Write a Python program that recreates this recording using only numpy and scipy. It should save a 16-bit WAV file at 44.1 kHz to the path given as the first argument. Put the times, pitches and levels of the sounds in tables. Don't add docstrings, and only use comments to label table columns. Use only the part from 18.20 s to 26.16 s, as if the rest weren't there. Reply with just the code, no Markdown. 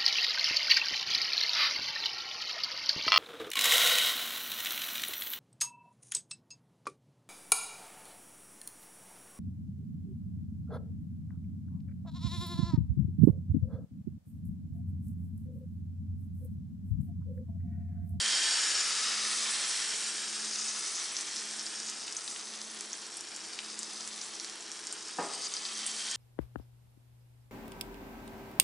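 import sys
import numpy as np
from scipy import signal
from scipy.fft import rfft, irfft
from scipy.io import wavfile

SR = 44100
rng = np.random.default_rng(int(sys.argv[2]) if len(sys.argv) > 2 else 0)


def to_wav(s):
    ch = np.atleast_2d(s).T
    pcm = np.round(np.clip(ch, -1, 1) * 32767)
    wavfile.write(sys.argv[1], SR, pcm.astype(np.int16))


N = 351036

# time in seconds, level in dB.
BOIL_CURVE = [(0.0, -42), (0.4, -41), (0.95, -43.5), (1.57, -45), (2.1, -50), (2.7, -50), (3.41, -54),
              (4.48, -57.5), (5.0, -58.5), (5.98, -55.5), (6.42, -58.5), (6.94, -57), (7.96, -50)]
# frequency in Hz, level in dB.
LARGE_TONE = [(150, -30), (500, -14), (950, -9), (1280, -2.5), (1800, -1.5), (2550, -2), (3500, -0.5),
              (4600, -2), (8000, -22)]
MEDIUM_TONE = [(1500, -42), (3200, -10), (4300, -1.5), (5300, 3), (6000, 3), (6800, -2.5), (8000, -3),
               (11000, -23.5)]
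SMALL_TONE = [(4000, -48), (6500, -0.5), (7500, 2.5), (8200, 6), (9000, 2.5), (10000, 3.5), (10600, -2.5),
              (11300, -12.5)]
# pitch in Hz, width in Hz, level in dB, share from the wall (0 to 1).
PAN_NOTES = [(1290, 49, -5.5, 0), (1773, 110, -5, 0), (3150, 120, 2.5, 0.96), (3770, 55, -1, 0.6),
             (4570, 71, 1.5, 0.84), (4740, 55, 3, 0.8), (5320, 48, 1, 0.1), (6550, 60, -2, 1),
             (6990, 54, 3.5, 0), (8340, 45, 5.5, 0.96), (9012, 30, -1, 1)]
# start in seconds, end in seconds.
BATTER_ON_WALL = [(0.0, 0.3), (7.13, 7.96)]
# frequency in Hz, level in dB.
FLAME_TONE = [(25, -28), (60, -19.5), (115, -8.5), (145, -14), (205, -2), (260, -1), (330, 4), (380, 2),
              (425, 2.5), (550, -2), (800, 2), (1300, 0.5), (3000, -11.5), (9000, -20)]
# time in seconds, level change in dB.
HUM_SWELLS = [(0.12, -3), (0.36, -22), (0.95, 0), (1.25, -1), (1.62, -9), (2.05, -1), (2.5, 0), (2.82, -16),
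              (3.25, -4), (3.7, -2), (3.98, -17), (4.3, -2), (4.6, -2), (4.8, -10), (5.25, -10), (5.5, -2),
              (5.85, -2), (6.1, -8), (7.37, -11), (7.55, -1), (7.96, -4)]
# pitch in Hz, level in dB.
WEAK_HUM_NOTES = [(179, -80), (323, -70.5), (346, -71), (415, -72.5), (431, -70)]
# start in seconds, level in dB, pitch in Hz, wetness (0 to 1).
LOUD_POPS = [(0.061, -15, 5400, .1), (2.967, -17.5, 5700, .85), (3.010, -20, 6300, .4),
             (3.161, -23, 5300, .75), (3.254, -25, 5100, .1), (3.395, -23, 5900, .55),
             (3.465, -24, 5050, .6), (3.601, -25, 5200, .4), (3.699, -22, 6900, .55),
             (3.880, -27, 3200, .4), (3.925, -21.5, 6000, .4), (3.967, -22, 6400, 1),
             (4.078, -21.5, 3800, .25), (4.112, -23, 6300, .5), (4.162, -27, 2700, .1),
             (4.416, -20.5, 4700, .05), (4.609, -17.5, 7500, .1), (4.731, -22.5, 6300, .9),
             (4.970, -21, 8600, .4), (5.009, -21.5, 6300, .05), (5.163, -20.5, 6400, .05),
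             (5.390, -20, 2800, .2), (5.591, -19.5, 7600, .65), (5.631, -20, 5900, .3),
             (5.807, -24, 5300, .1), (5.876, -18.5, 6900, .1), (6.014, -24, 5900, .7),
             (6.199, -22, 5300, .45), (6.246, -20, 4700, .15), (6.298, -24.5, 5500, .15),
             (6.517, -22, 5900, .3), (6.670, -19.5, 6400, .4), (6.726, -19.5, 7900, .45),
             (7.255, -22.5, 5600, .35), (7.339, -18.5, 5900, .55), (7.367, -23, 4800, .7),
             (7.453, -22.5, 4500, .6), (7.575, -21, 6400, .1), (7.665, -17.5, 8400, 1),
             (7.913, -20, 6600, .55)]
# start in seconds, level in dB, pitch in Hz, seconds to fade 60 dB.
BATTER_FLARES = [(1.0, -37.5, 8430, 6.4), (2.27, -39.5, 5930, 7.7), (2.36, -45, 8400, 7.6),
                 (3.118, -37, 5180, 0.49), (3.92, -44.5, 8540, 1.3), (7.02, -45.5, 8140, 3.3),
                 (7.13, -46.5, 4900, 2)]
# start in seconds, length in seconds, level in dB, pitch in Hz.
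STEAM_SPURTS = [(2.32, .05, -40.5, 4800), (2.374, 0.053, -40, 5900), (2.655, .04, -40, 5900),
                (2.732, 0.076, -41, 5700), (2.97, 0.047, -42, 5400), (3.653, 0.063, -43, 5900),
                (4.0, 0.21, -47.5, 8050), (6.026, 0.045, -46, 7250), (7.128, .025, -46, 4700),
                (7.2, 0.084, -42, 5900)]
# start in seconds, level in dB.
KNOCK_BLOWS = [(6.985, -34), (7.011, -49), (7.057, -61)]
# pitch in Hz, level in dB, seconds to fade 60 dB.
KNOCK_NOTES = [(177, -8, 0.27), (268, -8, 0.19), (398, -12.5, 0.98), (453, -5, 0.35), (488, 3, 0.097),
               (613, -13, 0.33), (720, -7, 0.3), (777, 5.5, 0.056), (784, -16, 0.32), (834, -11, 0.35),
               (962, -8, 0.38), (1130, -13, 1), (1242, -8, 0.6), (1600, -9, 0.23), (1800, -10.5, 0.26)]
# frequency in Hz, level in dB.
THUD_TONE = [(80, -35), (160, -24), (280, -1), (520, 0.5), (800, 3.5), (1250, -7), (1450, -10), (1850, -12),
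             (3000, -18), (6000, -69)]
# lowest and highest frequency in Hz, seconds to fade 60 dB.
KITCHEN_ECHO = [(60, 2700, 0.74), (1480, 3400, 0.26), (5250, 16000, 0.16)]


def from_db(db):
    return 10 ** (np.asarray(db) / 20)


def unit_power(x):
    return x / np.sqrt(np.mean(x ** 2) + 1e-20)


def curve(rows):
    return np.interp(np.arange(N) / SR, *np.transpose(rows))


def drift(rate):
    r = np.exp(-80 * np.pi * rate / SR)
    slow = signal.lfilter([1], [1, -2 * r, r * r], rng.standard_normal(N // 40 + 2002))[2000:]
    return np.interp(np.arange(N) / 40, np.arange(len(slow)), unit_power(slow))


def coloured(x, tone):
    size = 8192
    hz, db = np.transpose(tone)
    grid_hz = np.arange(size // 2 + 1) * SR / size
    log_gain = np.log(from_db(np.interp(np.log(grid_hz + 1), np.log(hz), db)))
    cepstrum = irfft(log_gain)[:size // 2]
    response = irfft(np.exp(rfft(np.r_[cepstrum[0], 2 * cepstrum[1:]], size)))
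    return unit_power(signal.fftconvolve(x, response)[:N])


def resonate(x, hz, width_hz):
    r = np.exp(-np.pi * width_hz / SR)
    feedback = [1, -2 * r * np.cos(2 * np.pi * hz / SR), r * r]
    return signal.lfilter(np.array([1, 0, -1]) * (1 - r * r) / 2, feedback, x)


def clicks(per_s, spread_db, clump_db):
    happens = rng.random(N) < per_s * from_db(clump_db * drift(25)) / SR
    sizes = from_db(spread_db * np.minimum(rng.exponential(1, N), 5)) * rng.choice([-1, 1], N)
    return unit_power(happens * sizes / np.sqrt(np.minimum(per_s, SR)))


def boil():
    db = curve(BOIL_CURVE)
    return db - db.mean()


def sizzle():
    boil_db = boil()
    per_s = 3000 * from_db(1.3 * (boil_db - boil_db.min()))
    large = coloured(clicks(per_s, spread_db=3.0, clump_db=1.9), LARGE_TONE)
    medium = coloured(clicks(per_s, spread_db=3.5, clump_db=2.0), MEDIUM_TONE)
    small = coloured(clicks(per_s, spread_db=4.0, clump_db=2.5), SMALL_TONE)
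    return (from_db(-45 + 0.93 * boil_db) * large
            + from_db(-42 + 0.81 * boil_db) * medium
            + from_db(-47.5 + 0.83 * boil_db) * small)


def pan_ring(frying, wall_dry_db=-13, wall_wet_db=4.5, rise_s=0.045, fall_s=0.38):
    t = np.arange(N) / SR
    touching = sum(np.interp(t, [on - rise_s, on, off, off + fall_s], [0, 1, 1, 0])
                   for on, off in BATTER_ON_WALL)
    wall_db = wall_dry_db + touching * (wall_wet_db - wall_dry_db)
    base_db = -6 + 0.98 * boil()
    return sum(from_db(db + base_db + wall_share * (wall_db - base_db)) * resonate(frying, hz, width_hz)
               for hz, width_hz, db, wall_share in PAN_NOTES)


def flame(level_db=-55, stereo_width=0.39):
    middle, side = (coloured(noise, FLAME_TONE) for noise in rng.standard_normal((2, N)))
    return from_db(level_db) * (middle + stereo_width * side * np.array([[1], [-1]]))


def hum(main_hz=216.5, main_db=-60, waver_db=3.0):
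    t = np.arange(N) / SR
    weak = sum(from_db(db + waver_db * drift(2.6)) * np.cos(2 * np.pi * hz * t + drift(1.96))
               for hz, db in WEAK_HUM_NOTES)
    swell = from_db(main_db + curve(HUM_SWELLS) + 1.5 * drift(10))
    main = swell * np.cos(2 * np.pi * main_hz * t + .5 * drift(6))
    return np.sqrt(2) * (main + weak)


def bubble(hz, width_hz, spray_db, fade_s):
    t = np.arange(SR // 20) / SR
    snap = resonate(resonate(1. * (t == 0), hz, width_hz), hz, 2.0 * width_hz)
    spray = resonate(resonate(rng.standard_normal(len(t)), hz, width_hz), hz, width_hz)
    return snap / abs(snap).max() + from_db(spray_db - 60 * t / fade_s) * unit_power(spray)


def pops(dry_spray_db=-25, wet_spray_db=-12, fade_s=.06):
    out = np.zeros(N + SR)
    dry_width, wet_width = 0.7, 0.19
    tap = from_db(-7) * bubble(hz=1900, width_hz=1600, spray_db=dry_spray_db, fade_s=fade_s)
    for start_s, db, hz, wetness in LOUD_POPS:
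        width_hz = hz * dry_width * (wet_width / dry_width) ** wetness
        spray_db = dry_spray_db + wetness * (wet_spray_db - dry_spray_db)
        pop = bubble(hz, width_hz, spray_db, fade_s)
        pop += (1 - wetness) * 1900 / hz * tap
        start = round(start_s * SR)
        out[start:start + len(pop)] += from_db(db) * pop
    return out[:N]


def spits(top_db=-29.5, range_db=8, low_hz=4400, high_hz=9600, count=220):
    out = np.zeros(N + SR)
    for when, faintness, pitch, damping in rng.random((count, 4)):
        hz = low_hz * (high_hz / low_hz) ** pitch
        spit = bubble(hz, hz * (0.15 + .5 * damping ** 2), spray_db=-13 - 10 * damping, fade_s=.04)
        start = int(when * N)
        out[start:start + len(spit)] += from_db(top_db - range_db * np.sqrt(faintness)) * spit
    return out[:N]


def flares(rise_s=0.023, width_hz=1900):
    out, t = np.zeros(N), np.arange(N) / SR
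    for start_s, db, hz, fade_s in BATTER_FLARES:
        age = np.maximum(t - start_s, 0)
        sputter = clicks(per_s=5000, spread_db=6.0, clump_db=5.0)
        fizz = resonate(resonate(sputter, hz, width_hz), hz, width_hz)
        out += from_db(db - 60 * age / fade_s) * (1 - np.exp(-age / rise_s)) * unit_power(fizz)
    return out


def spurts(width_hz=2800):
    out = np.zeros(N + SR)
    sputter = clicks(per_s=4000, spread_db=3.5, clump_db=1.0)
    for start_s, length_s, db, hz in STEAM_SPURTS:
        start, size = round(start_s * SR), round(length_s * SR)
        run = resonate(resonate(sputter[start:start + size], hz, width_hz), hz, width_hz)
        out[start:start + size] += from_db(db) * unit_power(run * signal.windows.tukey(size, .5))
    return out[:N]


def knock(thud_db=0.5, thud_fade_s=0.47, rise_s=0.0018, lowest_hz=135):
    out, t = np.zeros(N), np.arange(N) / SR
    for start_s, blow_db in KNOCK_BLOWS:
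        start = round(start_s * SR)
        age = t[:N - start]
        notes = sum((-1) ** k * from_db(db - 60 * age / fade_s) * np.sin(2 * np.pi * hz * age)
                    for k, (hz, db, fade_s) in enumerate(KNOCK_NOTES))
        thud = coloured(rng.standard_normal(N), THUD_TONE)[:len(age)]
        thud *= from_db(thud_db - 60 * age / thud_fade_s) * (1 - np.exp(-age / rise_s))
        out[start:] += from_db(blow_db) * (notes + thud)
    return signal.sosfilt(signal.butter(4, lowest_hz, "high", fs=SR, output="sos"), out)


def echo_patterns(low_hz, high_hz, fade_s):
    t = np.arange(SR) / SR
    band = signal.butter(2, [low_hz, high_hz], "band", fs=SR, output="sos")
    dying_noise = rng.standard_normal((2, SR)) * from_db(-60 * t / fade_s)
    return signal.sosfilt(band, dying_noise) / np.sqrt(fade_s * SR / np.log(1e6))


def echoes(x, patterns, stereo_width, turns=0):
    one, other = signal.fftconvolve(x[None], patterns, axes=1)[:, :N]
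    both = (one + 1j * other) * np.exp(2j * np.pi * turns * np.arange(N) / N)
    return both.real + stereo_width * both.imag * np.array([[1], [-1]])


def scene():
    kitchen = sum(echo_patterns(*band) for band in KITCHEN_ECHO)
    stove = echo_patterns(low_hz=476, high_hz=11900, fade_s=0.04)
    crackle = pops() + spits()
    frying = from_db(-0.92) * (sizzle() + flares() + spurts()) + crackle
    frying += from_db(-2.5) * pan_ring(frying)
    near = frying + from_db(-11.5) * echoes(frying, stove, stereo_width=0.45, turns=5.054)
    near += from_db(-14.0) * echoes(frying, kitchen, stereo_width=0.99, turns=7.02)
    blow = knock()
    far = blow + from_db(-9.0) * echoes(blow, kitchen, stereo_width=0.38)
    return (near + far + flame() + hum()) * from_db([[.15], [-.15]])


def record(dry):
    cutoff_hz = 11040
    return signal.sosfilt(signal.ellip(12, .1, 80, cutoff_hz, fs=SR, output="sos"), dry)


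dry = scene()
out = record(dry)
to_wav(out)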